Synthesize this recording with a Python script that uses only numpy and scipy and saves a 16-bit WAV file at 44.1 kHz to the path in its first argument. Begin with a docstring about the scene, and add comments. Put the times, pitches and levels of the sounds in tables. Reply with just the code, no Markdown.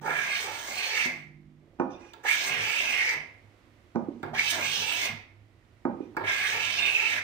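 """A small workshop: a long wooden hand plane takes four shavings off the edge of a board clamped to a bench.
Between strokes it is set down with a hollow knock, rocks, and slides until the iron catches the board.
The cut is a stream of tiny fibre fractures that ring in the plane, hiss in the shaving and rub under
the sole. Beneath it lie the shuddering bench, a faint hum and the air of the room.
A close pair of microphones hears it, louder on the right."""
import sys
import numpy as np
from scipy import signal
from scipy.fft import rfft, irfft
from scipy.io import wavfile
from scipy.ndimage import uniform_filter1d

SR = 44100
rng = np.random.default_rng(int(sys.argv[2]) if len(sys.argv) > 2 else 0)


def output_pcm(signal):
    """Save a mono or channel-first signal as 16-bit PCM at the path in sys.argv[1].

    Samples are clipped to [-1, 1] before scaling.
    """
    pcm = np.clip(np.atleast_2d(signal).T, -1, 1) * 32767
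    wavfile.write(sys.argv[1], SR, np.round(pcm).astype(np.int16))


N = 318843
TIME, FREQS = np.arange(N) / SR, np.fft.rfftfreq(N, 1 / SR)


def gain(db):
    """Decibels to gain."""
    return 10 ** (np.asarray(db) / 20)


def unit_rms(x):
    """Scales to rms 1."""
    return x / np.sqrt(np.mean(x ** 2) + 1e-20)


def curve_at(points, hz):
    """Reads a curve on a log-frequency axis."""
    freqs, values = np.transpose(points)
    return np.interp(np.log(hz + 1), np.log(freqs + 1), values)


def add(mix, start_s, sound):
    """Drops a sound into the mix."""
    part = mix[max(round(start_s * SR), 0):][:len(sound)]
    part += sound[:len(part)]


def envelope(cues, attack_s, release_s):
    """Gain over time for cues that rise, hold for their length and die away."""
    return sum(gain(db) * np.clip((TIME - start) / attack_s, 0, 1)
               * np.exp(-np.maximum(TIME - start - length, 0) / release_s) for start, length, db in cues)


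def wander(rate_hz):
    """Smooth random modulation of rms 1, up to a rate."""
    return unit_rms(irfft(rfft(rng.standard_normal(N)) / (1 + (FREQS / rate_hz) ** 4), N))


def colour(x, spectrum, peaks=()):
    """Causal EQ of unit energy: a broad spectrum with resonances on top."""
    hz = np.fft.rfftfreq(8192, 1 / SR)
    db = curve_at(spectrum, hz) + sum(rise / (1 + (2 * (hz - f) / width) ** 2) for f, width, rise in peaks)
    log_gain = np.log(gain(np.r_[db, db[-2:0:-1]]))
    taps = np.fft.ifft(np.exp(signal.hilbert(log_gain).conj())).real[:len(hz)]  # minimum phase
    return signal.oaconvolve(x, taps / np.linalg.norm(taps))[:N]


def noise(spectrum):
    """Coloured noise of rms 1."""
    return unit_rms(colour(rng.standard_normal(N), spectrum))


def resonate(x, hz, width_hz, stages=2):
    """Resonators in series that follow the pitch curve hz; the result has rms 1."""
    turn, pole = np.exp(2j * np.pi * np.cumsum(hz) / SR), np.exp(-np.pi * width_hz / SR)
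    for _ in range(stages):
        x = 2 * (turn * signal.lfilter([1 - pole], [1, -pole], x / turn)).real
    return unit_rms(x)


def patchy(x, depth_db, bins=7):
    """Shifts the colour in patches about a kilohertz wide and some hundredths of a second long."""
    spectra = signal.stft(x, SR, nperseg=256)[2]
    patches = rng.standard_normal(spectra.shape)
    for _ in range(2):
        patches = uniform_filter1d(uniform_filter1d(patches, bins, axis=0), 2 * bins, axis=1)
    return signal.istft(spectra * gain(depth_db * unit_rms(patches)), SR, nperseg=256)[1][:N]


def crackle(per_s, spread_db):
    """Impulses of uneven size at random moments: fibres snapping or wood slipping."""
    size = gain(spread_db * np.minimum(rng.exponential(1, N), 5))
    return unit_rms(size * rng.choice([-1, 1], N) * (rng.random(N) < per_s / SR))


# How alike the room sounds left and right: freq_hz, correlation
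ROOM_LIKENESS = [(100, 0.91), (350, 0.9), (700, 0.46), (1300, 0), (15000, 0.25)]
def diffuse(pair):
    """Makes two unrelated signals alike in the bass, as a room is at two close microphones."""
    shared, separate = rfft(pair)
    likeness = np.clip(curve_at(ROOM_LIKENESS, np.fft.rfftfreq(pair.shape[1], 1 / SR)), -1, 1)
    left = likeness * shared + np.sqrt(1 - likeness ** 2) * separate
    return irfft(np.array([left, shared]), pair.shape[1])


# Decay of the room tail: freq_hz, t60_s
ROOM_DECAY = [(100, 0.47), (350, 0.53), (1000, 0.5), (2200, 0.43), (5000, 0.4), (9000, 0.17), (15000, 0.24)]
# Tone of the room tail: freq_hz, level_db
ROOM_EQ = [(100, 3), (280, -2), (450, 1), (1000, 1.5), (3000, 0), (15000, -1)]
def echoes(early_db, tail_db, early_t60_s=0.016, build_cycles=3.9):
    """Quick echoes off bench and body, then the room tail, for one position of the plane."""
    t = np.arange(SR) / SR
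    taps = diffuse(rng.choice([-1., 1.], (2, SR)) * (rng.random((2, SR)) < 4000 / SR))
    early = taps[:, ::-1] * (t > .002) * gain(-60 * t / early_t60_s)
    hz, age, spectra = signal.stft(taps * (t > .009), SR, nperseg=256)
    build = 1 - np.exp(-(age * np.maximum(hz, 100)[:, None] / build_cycles) ** 2)  # the bass blooms late
    decay = gain(curve_at(ROOM_EQ, hz)[:, None] - 60 * age / curve_at(ROOM_DECAY, hz)[:, None])
    tail = signal.istft(spectra * build * decay, SR, nperseg=256)[1][:, :SR]
    return gain(early_db) * early / np.linalg.norm(early[1]) + gain(tail_db) * tail / np.linalg.norm(tail[1])


# Phase between the microphones: freq_hz, left_lead_rad
MIC_PHASE = [(100, 1), (1700, 1.03), (2150, -2), (2650, -2.5), (3000, 2.5), (3700, 3.5), (4500, -3),
             (6800, -2), (9000, 3), (16000, 1.5)]
def workshop(x, early_db, tail_db, turns_per_s=2.3):
    """Direct sound at both microphones, plus two echo patterns that crossfade as the plane travels."""
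    left = irfft(rfft(x) * np.exp(1j * curve_at(MIC_PHASE, FREQS)), N)
    angle = 2 * np.pi * turns_per_s * TIME
    room = sum(signal.fftconvolve((x * share)[None], echoes(early_db, tail_db), axes=1)[:, :N]
               for share in (np.cos(angle), np.sin(angle)))
    return np.array([left, x]) + room


# Room tone: freq_hz, level_db
AIR_EQ = [(15, -47), (25, -21), (104, -14.5), (173, -25.5), (349, -17.5), (410, -27), (552, -23.5),
          (895, -29.5), (1080, -29.5), (1200, -29.5), (1660, -31.5), (1950, -27.5), (2770, -34.5),
          (15500, -58)]
# Fader ride on its hiss: time_s, level_db
AIR_SWELL = [(1.6, -9), (2.3, 0), (3.6, -2), (5.5, -5.5), (7.2, 3.5)]
def air(level_db=-59, crossover_hz=300):
    """Steady room rumble under a faint hiss that swells and sinks."""
    bed = diffuse(np.array([noise(AIR_EQ), noise(AIR_EQ)]))
    rumble = signal.sosfiltfilt(signal.butter(2, crossover_hz, fs=SR, output="sos"), bed)
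    hiss = (bed - rumble) * gain(np.interp(TIME, *np.transpose(AIR_SWELL)))
    return gain(level_db) * (rumble + hiss)


# Fader ride on the hum: time_s, level_db
HUM_LEVEL = [(0.3, -69.5), (1.7, -69), (2.3, -68), (4.0, -61.5), (6.0, -61.5), (7.2, -61)]
def hum(pitch_hz=104, waver=0.0327, flutter_db=3):
    """One low tone that wavers in level and pitch."""
    flutter = gain(flutter_db * wander(4.7))
    tone = np.sin(2 * np.pi * pitch_hz * np.cumsum(1 + waver * wander(11)) / SR)
    return gain(np.interp(TIME, *np.transpose(HUM_LEVEL))) * unit_rms(flutter * tone)


# Drone cues: start_s, length_s, level_db
DRONE_CUES = [(0.0, 0.048, -47), (1.12, 0.37, -53)]
# Its partials: pitch_hz, level_db
DRONE_PARTIALS = [(150, 5.5), (204, -2.5), (250, -4), (303, -6.5), (346, -6.5)]
def drone(waver=0.0094, flutter_db=2):
    """A low drone of unsteady partials comes and goes around the first stroke."""
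    chord = sum(gain(db + flutter_db * wander(31))
                * np.sin(2 * np.pi * hz * np.cumsum(1 + waver * wander(15)) / SR)
                for hz, db in DRONE_PARTIALS)
    return envelope(DRONE_CUES, attack_s=0.0079, release_s=0.13) * unit_rms(chord)


# Rustle cue: start_s, length_s, level_db
RUSTLE_CUES = [(1.6, 0.16, -62.5)]
# Its muffled tone: freq_hz, level_db
RUSTLE_EQ = [(120, -19), (320, 11.5), (800, -7), (1600, -27), (6000, -46.5)]
def rustle():
    """A faint rustle as the plane is carried back."""
    return envelope(RUSTLE_CUES, attack_s=0.04, release_s=0.04) * noise(RUSTLE_EQ)


# Shudders of the bench: start_s, length_s, level_db
SHUDDER_CUES = [(1.03, 0.04, -43), (2.5, 0.13, -40.5), (3.15, 0.054, -43), (4.22, 0.17, -35),
                (4.54, 0.28, -40.5), (5.08, 0.056, -33.5), (6.17, 0.09, -38), (6.52, 0.22, -45)]
# Its boomy low end: freq_hz, level_db
BENCH_EQ = [(40, 0), (82, -14), (105, 27.5), (128, -12), (152, 24.5), (185, -10.5), (235, 17.5),
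            (350, -44.5)]
def bench(push_db=-63, trim_db=-10.5):
    """The bench rumbles under each stroke and shudders when the push changes."""
    pushes = [(path[0][0], path[-1][0] - path[0][0], push_db) for path in STROKE_PATHS]
    return gain(trim_db) * envelope(SHUDDER_CUES + pushes, attack_s=0.019, release_s=0.05) * noise(BENCH_EQ)


# Light slides before the iron bites: start_s, length_s, level_db
GLIDE_CUES = [(1.89, 0.046, -65), (1.985, 0.11, -60.5), (4.1, 0.14, -68), (5.99, 0.055, -72)]
# Squeaks of the sole: start_s, length_s, level_db
SQUEAK_CUES = [(1.795, 0.012, -61.5), (1.9, 0.047, -58), (2.0, 0.11, -63), (6.0, 0.06, -71)]
# Resonances they ring: pitch_hz, width_hz, level_db
SOLE_MODES = [(2420, 140, 4.5), (3520, 140, -1), (4920, 180, -8), (5830, 160, 1)]
def glide(drift=0.007, drift_hz=10):
    """Smooth wood on wood sticks and slips: thin squeaks in the sole, over a whisper."""
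    slips = crackle(per_s=3000, spread_db=-0.5)
    sway = 1 + drift * wander(drift_hz)
    level = envelope(SQUEAK_CUES, attack_s=0.0084, release_s=0.018)
    active, squeaks = level > gain(-100), np.zeros(N)
    squeaks[active] = unit_rms(sum(gain(db) * resonate(slips[active], hz * sway[active], width)
                                   for hz, width, db in SOLE_MODES))
    whisper = unit_rms(colour(slips, [(1000, 10), (2400, 7), (6500, -2.0), (12000, -29)]))
    whisper *= envelope(GLIDE_CUES, attack_s=0.02, release_s=0.022)
    return patchy(level * squeaks + whisper, depth_db=3)


# Thuds of the sole: start_s, level_db, pitch_hz
THUD_HITS = [(1.889, -31, 324), (4.084, -23, 300), (6.0035, -24.5, 329)]
def thuds(trim_db=2, decay_s=0.0016):
    """The sole settles flat under the hand with a damped thud."""
    t, out = np.arange(SR // 2) / SR, np.zeros(N)
    swell = (t / decay_s / 2) ** 2 * np.exp(2 - t / decay_s)
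    for start, db, hz in THUD_HITS:
        add(out, start, gain(trim_db + db) * swell * np.sin(2 * np.pi * hz * t))
    return out


# The plane lands, rocks, butts the board or tips; its lowest mode depends on how it rests:
# start_s, level_db, contact_s, low_mode_hz, low_mode_t60_s, click_db
KNOCK_HITS = [(1.055, -20.5, 0.0061, 249.5, 0.25, -70), (1.7885, -35, 0.0017, 272, 0.08, -68),
              (1.7981, -15, 0.001, 278, 0.053, -31.5), (1.809, -21.5, 0.0018, 280, 0.06, -48),
              (1.8174, -26, 0.00089, 264, 0.04, -52), (1.8254, -34, 0.0012, 278, 0.04, -60),
              (3.95, -24, 0.0025, 250, 0.1, -68), (3.9572, -13, 0.0018, 238, 0.35, -35.5),
              (3.9788, -27.5, 0.0026, 238, 0.24, -65), (4.008, -27.5, 0.0041, 241, 0.2, -71),
              (4.026, -26, 0.0054, 236, 0.1, -73), (4.231, -28, 0.0014, 384, 0.24, -55),
              (5.848, -45, 0.0014, 246, 0.1, -78), (5.852, -15.5, 0.0014, 273, 0.16, -38),
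              (5.867, -24, 0.0035, 242, 0.15, -72), (5.88, -20, 0.0049, 240, 0.15, -66),
              (5.897, -22, 0.0024, 233, 0.15, -74), (5.946, -31, 0.0023, 247, 0.05, -67),
              (6.148, -41, 0.0012, 380, 0.05, -62), (6.169, -26.5, 0.0011, 385, 0.22, -60)]
# Modes of the plane lying on the board: pitch_hz, level_db, t60_s
BODY_MODES = [(293, 3.5, 0.018), (340.3, -12.5, 0.33), (432, -23, 0.08), (515, -12.5, 0.096),
              (566, -25.5, 0.28), (651, -22, 0.2), (738, -21.5, 0.06), (811.5, -10, 0.083),
              (899, -5.5, 0.052), (953, -15, 0.11), (981, -28, 0.4), (1100, -11.5, 0.071),
              (1225, -3, 0.031), (1450, -6, 0.03), (1740, -16, 0.041), (2387, -10.5, 0.049)]
# Tone of the contact click: freq_hz, level_db
CLICK_EQ = [(300, -3), (1200, 19), (2300, 6.5), (3200, -14), (6000, -5), (9000, -35), (15500, -27)]
def knocks(trim_db=3, low_mode_db=-11, rise_cycles=0.37, click_t60_s=0.016):
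    """Wood on wood rings the hollow body; a dry click marks each contact, and thuds join in."""
    t, out, clicks = np.arange(SR // 2) / SR, thuds(), np.zeros(N)

    def mode(hz, db, t60):
        """One mode swells within a cycle and dies away."""
        return gain(db - 60 * t / t60) * (1 - np.exp(-hz * t / rise_cycles)) * np.cos(2 * np.pi * hz * t)

    body = sum(mode(*row) for row in BODY_MODES)
    for start, db, contact_s, low_hz, low_t60, click_db in KNOCK_HITS:
        push = t ** 2 * np.exp(-3 * np.pi * t / contact_s)  # a shorter contact is brighter
        ring = signal.fftconvolve(push / push.sum(), body + mode(low_hz, low_mode_db, low_t60))[:len(t)]
        add(out, start, gain(db + trim_db) * ring)
        add(clicks, start, gain(click_db - 60 * t / click_t60_s))
    out += colour(clicks * rng.standard_normal(N), CLICK_EQ)
    # the knocks carry almost nothing below about 185 Hz
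    return signal.sosfilt(signal.butter(3, 185, "highpass", fs=SR, output="sos"), out)


# Peaks and dips of iron, wedge and stock: freq_hz, width_hz, boost_db
PLANE_RESONANCES = [(394, 34, 6.5), (710, 110, 3.5), (889, 53, 5), (1000, 280, 0), (1383, 99, 7),
                    (1662, 158, 13), (2010, 160, -6.5), (2130, 170, 3.5), (2320, 120, 2.5),
                    (2610, 120, 4.5), (2760, 200, -4), (3613, 270, 5.5), (4580, 150, 4), (6120, 320, -2.5)]
def through_plane(x, spectrum):
    """Shapes a sound with a broad EQ and the resonances of the cutting plane."""
    return colour(x, spectrum, PLANE_RESONANCES)


# The iron catches the wood: start_s, level_db, decay_s, tick_db
CATCH_HITS = [(2.135, -38, 0.0077, -30.5), (2.251, -31, 0.013, -59), (4.23, -25, 0.0068, -31),
              (4.405, -31, 0.0035, -51), (4.503, -46, 0.0082, -27), (6.167, -16.5, 0.0059, -26.5),
              (6.846, -40, 0.0022, -36), (6.911, -33, 0.0032, -37.5)]
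# Tone of the crunch: freq_hz, level_db
CRUNCH_EQ = [(80, -16), (350, 10), (560, 7), (900, 19), (1700, 10), (2400, 12.5), (2900, -28), (4600, -8),
             (7000, -31), (11000, -37), (15500, -20)]
# Tone of the tick: freq_hz, level_db
TICK_EQ = [(1000, -15), (2300, 2.5), (3500, 2.5), (4600, 0), (5500, -2.5), (8000, -4.5), (12000, -22),
           (15500, -4)]
def catches(crunch_trim_db=-8, tick_trim_db=-6, tick_s=0.00053):
    """A short burst of breaking fibres rings the iron, with a bright tick at the edge."""
    t, bursts, ticks = np.arange(SR // 8) / SR, np.zeros(N), np.zeros(N)
    for start, db, decay_s, tick_db in CATCH_HITS:
        add(bursts, start, gain(db + crunch_trim_db) * np.exp(-t / decay_s))
        add(ticks, start, gain(tick_db + tick_trim_db) * np.exp(-t / tick_s))
    crunch = through_plane(bursts * rng.standard_normal(N), CRUNCH_EQ)
    return crunch + through_plane(ticks * rng.standard_normal(N), TICK_EQ)


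# Groans at the bite, whistles at speed: start_s, length_s, from_hz, to_hz, width_hz, level_db
WHISTLE_CUES = [(0.055, 0.26, 2180, 2360, 327, -37.5), (0.757, 0.24, 4160, 4570, 330, -43.5),
                (0.766, 0.14, 2550, 2400, 261, -40), (1.941, 0.054, 2390, 2770, 110, -65),
                (2.245, 0.026, 760, 910, 302, -39), (2.263, 0.085, 2210, 2400, 240, -29.5),
                (2.597, 0.42, 2505, 2650, 240, -38), (4.33, 0.037, 700, 950, 300, -39),
                (4.353, 0.034, 1620, 1730, 160, -41.5), (4.376, 0.05, 2110, 2390, 260, -26.5),
                (4.694, 0.18, 4060, 4300, 400, -48), (6.413, 0.15, 1675, 1775, 150, -40),
                (6.763, 0.098, 3630, 3590, 110, -36), (6.77, 0.31, 2645, 2555, 200, -30.5)]
def whistles(grain_hz=90, grain_db=-2.0):
    """Fractures lock iron or sole into one sharp resonance that swells, glides and fades."""
    fractures = crackle(per_s=9000, spread_db=3.5) * gain(grain_db * wander(grain_hz))
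    out = np.zeros(N)
    for start, length, from_hz, to_hz, width, db in WHISTLE_CUES:
        progress = np.arange(0, 1, 1 / (length * SR))
        hz = from_hz + (to_hz - from_hz) * progress
        tone = resonate(fractures[round(start * SR):][:len(hz)], hz, width)
        swell = abs(np.sin(np.pi * progress)) ** 0.6
        add(out, start, gain(db) * unit_rms(swell * tone))
    return out


def stroke(textures, path, fold, fold_hz, curl_hz, curl_db, note_share):
    """One pass: the iron bites, the shaving folds over, the plane speeds up, slows and runs off."""
    attack_s, fold_s, exit_s = 0.0036, 0.04, 0.0099
    curl_start_hz, iron_note_hz, note_lead_s = 3080, 2043, 0.26
    start, end = path[0][0], path[-1][0]
    active = (TIME >= start) & (TIME < end + .5)
    t = TIME[active]
    mouth, sing, bend, hiss, fizz, rub, grain = textures[:, active]
    times, *lanes = np.transpose(path)
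    ring_hz, ring_db, hiss_db, fizz_db, rub_db = (np.interp(t, times, lane) for lane in lanes)
    stray = 1 + 0.029 * grain  # uneven grain pulls the resonances about
    # along the board the rough ring of the mouth gives way to one clear resonance
    purity = np.interp(t, [start, fold, end], [0.24, 0.32, 1])
    rough = resonate(mouth, ring_hz * stray, width_hz=400, stages=1)
    clear = resonate(sing, ring_hz * stray, width_hz=800)
    ring = np.sqrt(1 - purity) * rough + np.sqrt(purity) * clear
    # as the plane leaves, the ring narrows to the iron's own note
    note_mix = np.interp(t, [end - note_lead_s, end, end + exit_s], [0, note_share, 1])
    note = resonate(hiss, np.full(len(t), iron_note_hz), width_hz=320)
    ring = np.sqrt(1 - note_mix) * ring + np.sqrt(note_mix) * note
    # the young shaving whistles upward until it folds
    whistle_hz = np.interp(t, [start, fold, fold + fold_s], [curl_start_hz, fold_hz, curl_hz])
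    curl = resonate(bend, np.sqrt(stray) * whistle_hz, width_hz=480)
    shaving = gain(hiss_db + 2) * unit_rms(hiss + gain(curl_db) * curl) + gain(fizz_db + 1.5) * fizz
    # off the board the cut drops at once, and each layer fades at its own rate in dB per second
    after_s = np.maximum(t - end, 0)
    exit_drop = gain(-5 * np.minimum(after_s / exit_s, 1))
    cutting = gain(ring_db + 0.82 - 142 * after_s) * ring + gain(-167 * after_s) * shaving
    rubbing = gain(rub_db + 0.5 - 191 * after_s) * rub
    return np.minimum((t - start) / attack_s, 1) * (exit_drop * cutting + rubbing)


# Automation for each stroke, from bite to exit; the ring rises with the speed of the plane:
# time_s, ring_hz, ring_db, hiss_db, fizz_db, rub_db
STROKE_PATHS = [
    [(0.01, 1520, -65, -65, -69, -53.5), (0.058, 1580, -46.5, -54, -56, -37.5),
     (0.086, 1560, -37, -56, -53, -34.5), (0.226, 1790, -33, -43, -50, -53.5),
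     (0.296, 2290, -32, -46, -48, -44), (0.368, 2190, -33.5, -39, -49, -50.5),
     (0.438, 2110, -39.5, -44, -44.5, -44.5), (0.474, 2100, -44, -48, -49.5, -41.5),
     (0.542, 2280, -44.5, -47.5, -51, -45), (0.656, 1940, -45.5, -46, -48, -48),
     (0.772, 2290, -38.5, -43.5, -47, -46.5), (0.916, 2210, -33.5, -38.5, -48, -47.5),
     (1.004, 2240, -28.5, -39.5, -44.5, -42.5), (1.042, 2100, -31, -36.5, -51, -51.5),
     (1.06, 2050, -26.5, -41.5, -45, -42)],
    [(2.232, 1700, -50, -71.5, -57, -50), (2.254, 1800, -36.5, -45.5, -52, -45.5),
     (2.29, 2160, -27, -38.5, -40, -49.5), (2.416, 2540, -34.5, -35.5, -46, -50),
     (2.482, 1970, -36, -40.5, -39.5, -43.5), (2.512, 2500, -31.5, -46, -51, -41.5),
     (2.562, 2090, -31.5, -45, -52, -43.5), (2.646, 2620, -29.5, -41, -46.5, -47),
     (2.708, 2255, -33, -41, -44, -46.5), (2.77, 2520, -31, -39.5, -46.5, -46.5),
     (2.906, 2360, -32.5, -41.5, -45.5, -45), (3.004, 2230, -27, -41.5, -51, -46),
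     (3.088, 2150, -26, -36, -48, -48.5), (3.138, 2060, -33, -45, -50.5, -46),
     (3.145, 2100, -30, -50, -56, -45)],
    [(4.33, 1770, -54, -64, -68, -46), (4.351, 2000, -36, -46, -59, -43),
     (4.389, 2190, -28, -37, -48, -52.5), (4.451, 2460, -42, -36, -44, -45.5),
     (4.481, 2650, -35, -34.5, -46, -48.5), (4.507, 2320, -40.5, -33, -34, -55),
     (4.531, 1970, -34.5, -35.5, -41.5, -38), (4.591, 2260, -36, -46.5, -48, -37),
     (4.641, 2340, -31.5, -38.5, -44, -44), (4.669, 2360, -34.5, -35.5, -44, -48),
     (4.775, 2840, -36.5, -33.5, -45.5, -48.5), (4.925, 2740, -32.5, -39.5, -44.5, -43.5),
     (4.977, 2470, -36, -36.5, -46, -47.5), (5.057, 2220, -33.5, -35.5, -42, -44.5),
     (5.098, 2240, -36, -54, -56.5, -47)],
    [(6.235, 1940, -43, -66, -68, -47), (6.285, 2210, -28, -41.5, -54.5, -39),
     (6.335, 2140, -31, -40.5, -47, -56), (6.401, 2340, -32, -43, -49.5, -46),
     (6.473, 2060, -33, -39, -48.5, -50.5), (6.559, 2300, -31, -43, -48.5, -41.5),
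     (6.637, 2500, -32, -39.5, -48, -47), (6.761, 2450, -33, -36.5, -51, -53.5),
     (6.793, 2530, -29, -37, -49, -44), (6.811, 2500, -31.5, -46, -49.5, -46),
     (6.885, 2410, -27.5, -39, -47.5, -41.5), (6.907, 2540, -34, -46, -48, -50),
     (7.033, 2400, -30, -40.5, -49.5, -44.5), (7.127, 2250, -28.5, -40, -48.5, -46.5),
     (7.19, 1860, -31, -45, -52, -47)],
]
# One shaving a stroke: fold_time_s, pitch_at_fold_hz, pitch_after_hz, curl_over_hiss_db, iron_note_share
SHAVING_CURLS = [(0.46, 4340, 4300, -10.5, 0.36), (2.5, 4350, 4990, -11, 1), (4.539, 4200, 3300, -8, 0.24),
                 (6.53, 3640, 3560, -6, 0.03)]
# Modes of the iron that the ring sweeps through: pitch_hz, width_hz, boost_db
IRON_MODES = [(1640, 180, 3.5), (1940, 150, -4), (2140, 130, 2), (2360, 80, 3), (2590, 110, 4),
              (3050, 400, -1)]
# The sole drags hard on the wood: start_s, length_s, level_db
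DRAG_CUES = [(1.96, 0.095, -58), (2.145, 0.047, -57.5), (4.235, 0.05, -43), (6.173, 0.066, -37)]
# Tone of the plane's mouth, the shaving's hiss and fizz, the sole's rub and drag: freq_hz, level_db
MOUTH_EQ = [(300, -55.5), (1100, 0.5), (1550, -4), (2150, 1), (2750, -3.5), (3200, -0.5), (6000, -15)]
HISS_EQ = [(800, -37.5), (2000, -8.5), (3000, 1.5), (4200, -3.5), (5200, -3), (6000, -2), (7500, -25.5),
           (10000, -44)]
FIZZ_EQ = [(3500, -36.5), (5200, -9), (6300, 1), (7500, -5), (8600, -1), (10000, -13), (12000, -21),
           (13500, -13), (15200, -5), (16500, -26)]
RUB_EQ = [(60, -46.5), (150, -5.5), (250, -0.5), (400, 0), (800, 3), (1200, 0.5), (1600, -8), (2200, -9),
          (4000, -41.5)]
DRAG_EQ = [(100, -16), (250, -7), (380, 6.5), (550, 2), (900, 3.5), (1400, -10.5), (1700, -10),
           (2200, -6.5), (2800, -22), (4600, -25.5), (7000, -42)]
def cut(chatter_db=0.05, chatter_hz=260, grain_db=-0.5, grain_hz=45, knots_db=0.5, knots_hz=11,
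        judder_db=0.85, judder_hz=180, stray_rate_hz=23.95):
    """The iron chatters through uneven grain; fractures ring in the mouth, hiss in the shaving and rub."""
    bite = unit_rms(gain(chatter_db * wander(chatter_hz) + grain_db * wander(grain_hz)
                         + knots_db * wander(knots_hz)))
    mouth = through_plane(bite * crackle(per_s=8300, spread_db=3.5), MOUTH_EQ)
    bend = bite * crackle(per_s=8000, spread_db=3.5)
    snaps = bite * crackle(per_s=5500, spread_db=3.0)
    hiss = unit_rms(patchy(through_plane(snaps, HISS_EQ), depth_db=0.76))
    fizz = unit_rms(patchy(colour(snaps, FIZZ_EQ), depth_db=1.0))
    friction = bite * gain(judder_db * wander(judder_hz)) * crackle(per_s=6000, spread_db=2.5)
    rub = unit_rms(patchy(through_plane(friction, RUB_EQ), depth_db=0.5))
    sing = colour(bend, [(1, 0)], IRON_MODES)  # flat apart from the modes
    drag = unit_rms(through_plane(snaps, DRAG_EQ))
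    textures = np.array([mouth, sing, bend, hiss, fizz, rub, wander(stray_rate_hz)])
    out = envelope(DRAG_CUES, attack_s=0.0066, release_s=0.019) * drag
    for path, shaving in zip(STROKE_PATHS, SHAVING_CURLS):
        add(out, path[0][0], stroke(textures, path, *shaving))
    return out


def scene():
    """The mix: the plane's layers, each with its own room send, over the bench and the background."""
    planing = gain(-3.5) * workshop(cut() + glide(), early_db=1, tail_db=-4.5)
    singing = workshop(whistles(), early_db=-8, tail_db=-8)
    landing = workshop(knocks(), early_db=-12, tail_db=-7.7)
    catching = workshop(catches(), early_db=0, tail_db=-5)
    return planing + singing + landing + catching + bench() + drone() + rustle() + air() + hum()


# Balance of the microphones: freq_hz, left_minus_right_db
MIC_BALANCE = [(100, -7), (400, -8), (1100, -6.5), (2100, -6), (2400, -5), (3500, -9), (4500, -3.5),
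               (6300, -7), (9000, -3.5), (12000, -4), (15000, -17.5)]
def record(dry):
    """The left microphone is weaker than the right and duller at the very top; a low-pass ends the chain."""
    ratio = gain(curve_at(MIC_BALANCE, FREQS))
    heard = irfft(rfft(dry) * 2 * np.array([ratio, np.ones_like(ratio)]) / (1 + ratio), N)
    lowpass = signal.firwin(511, cutoff=15700, window=("kaiser", 9), fs=SR)
    return signal.oaconvolve(heard, lowpass[None], "same")


dry = scene()
out = record(dry)
output_pcm(out)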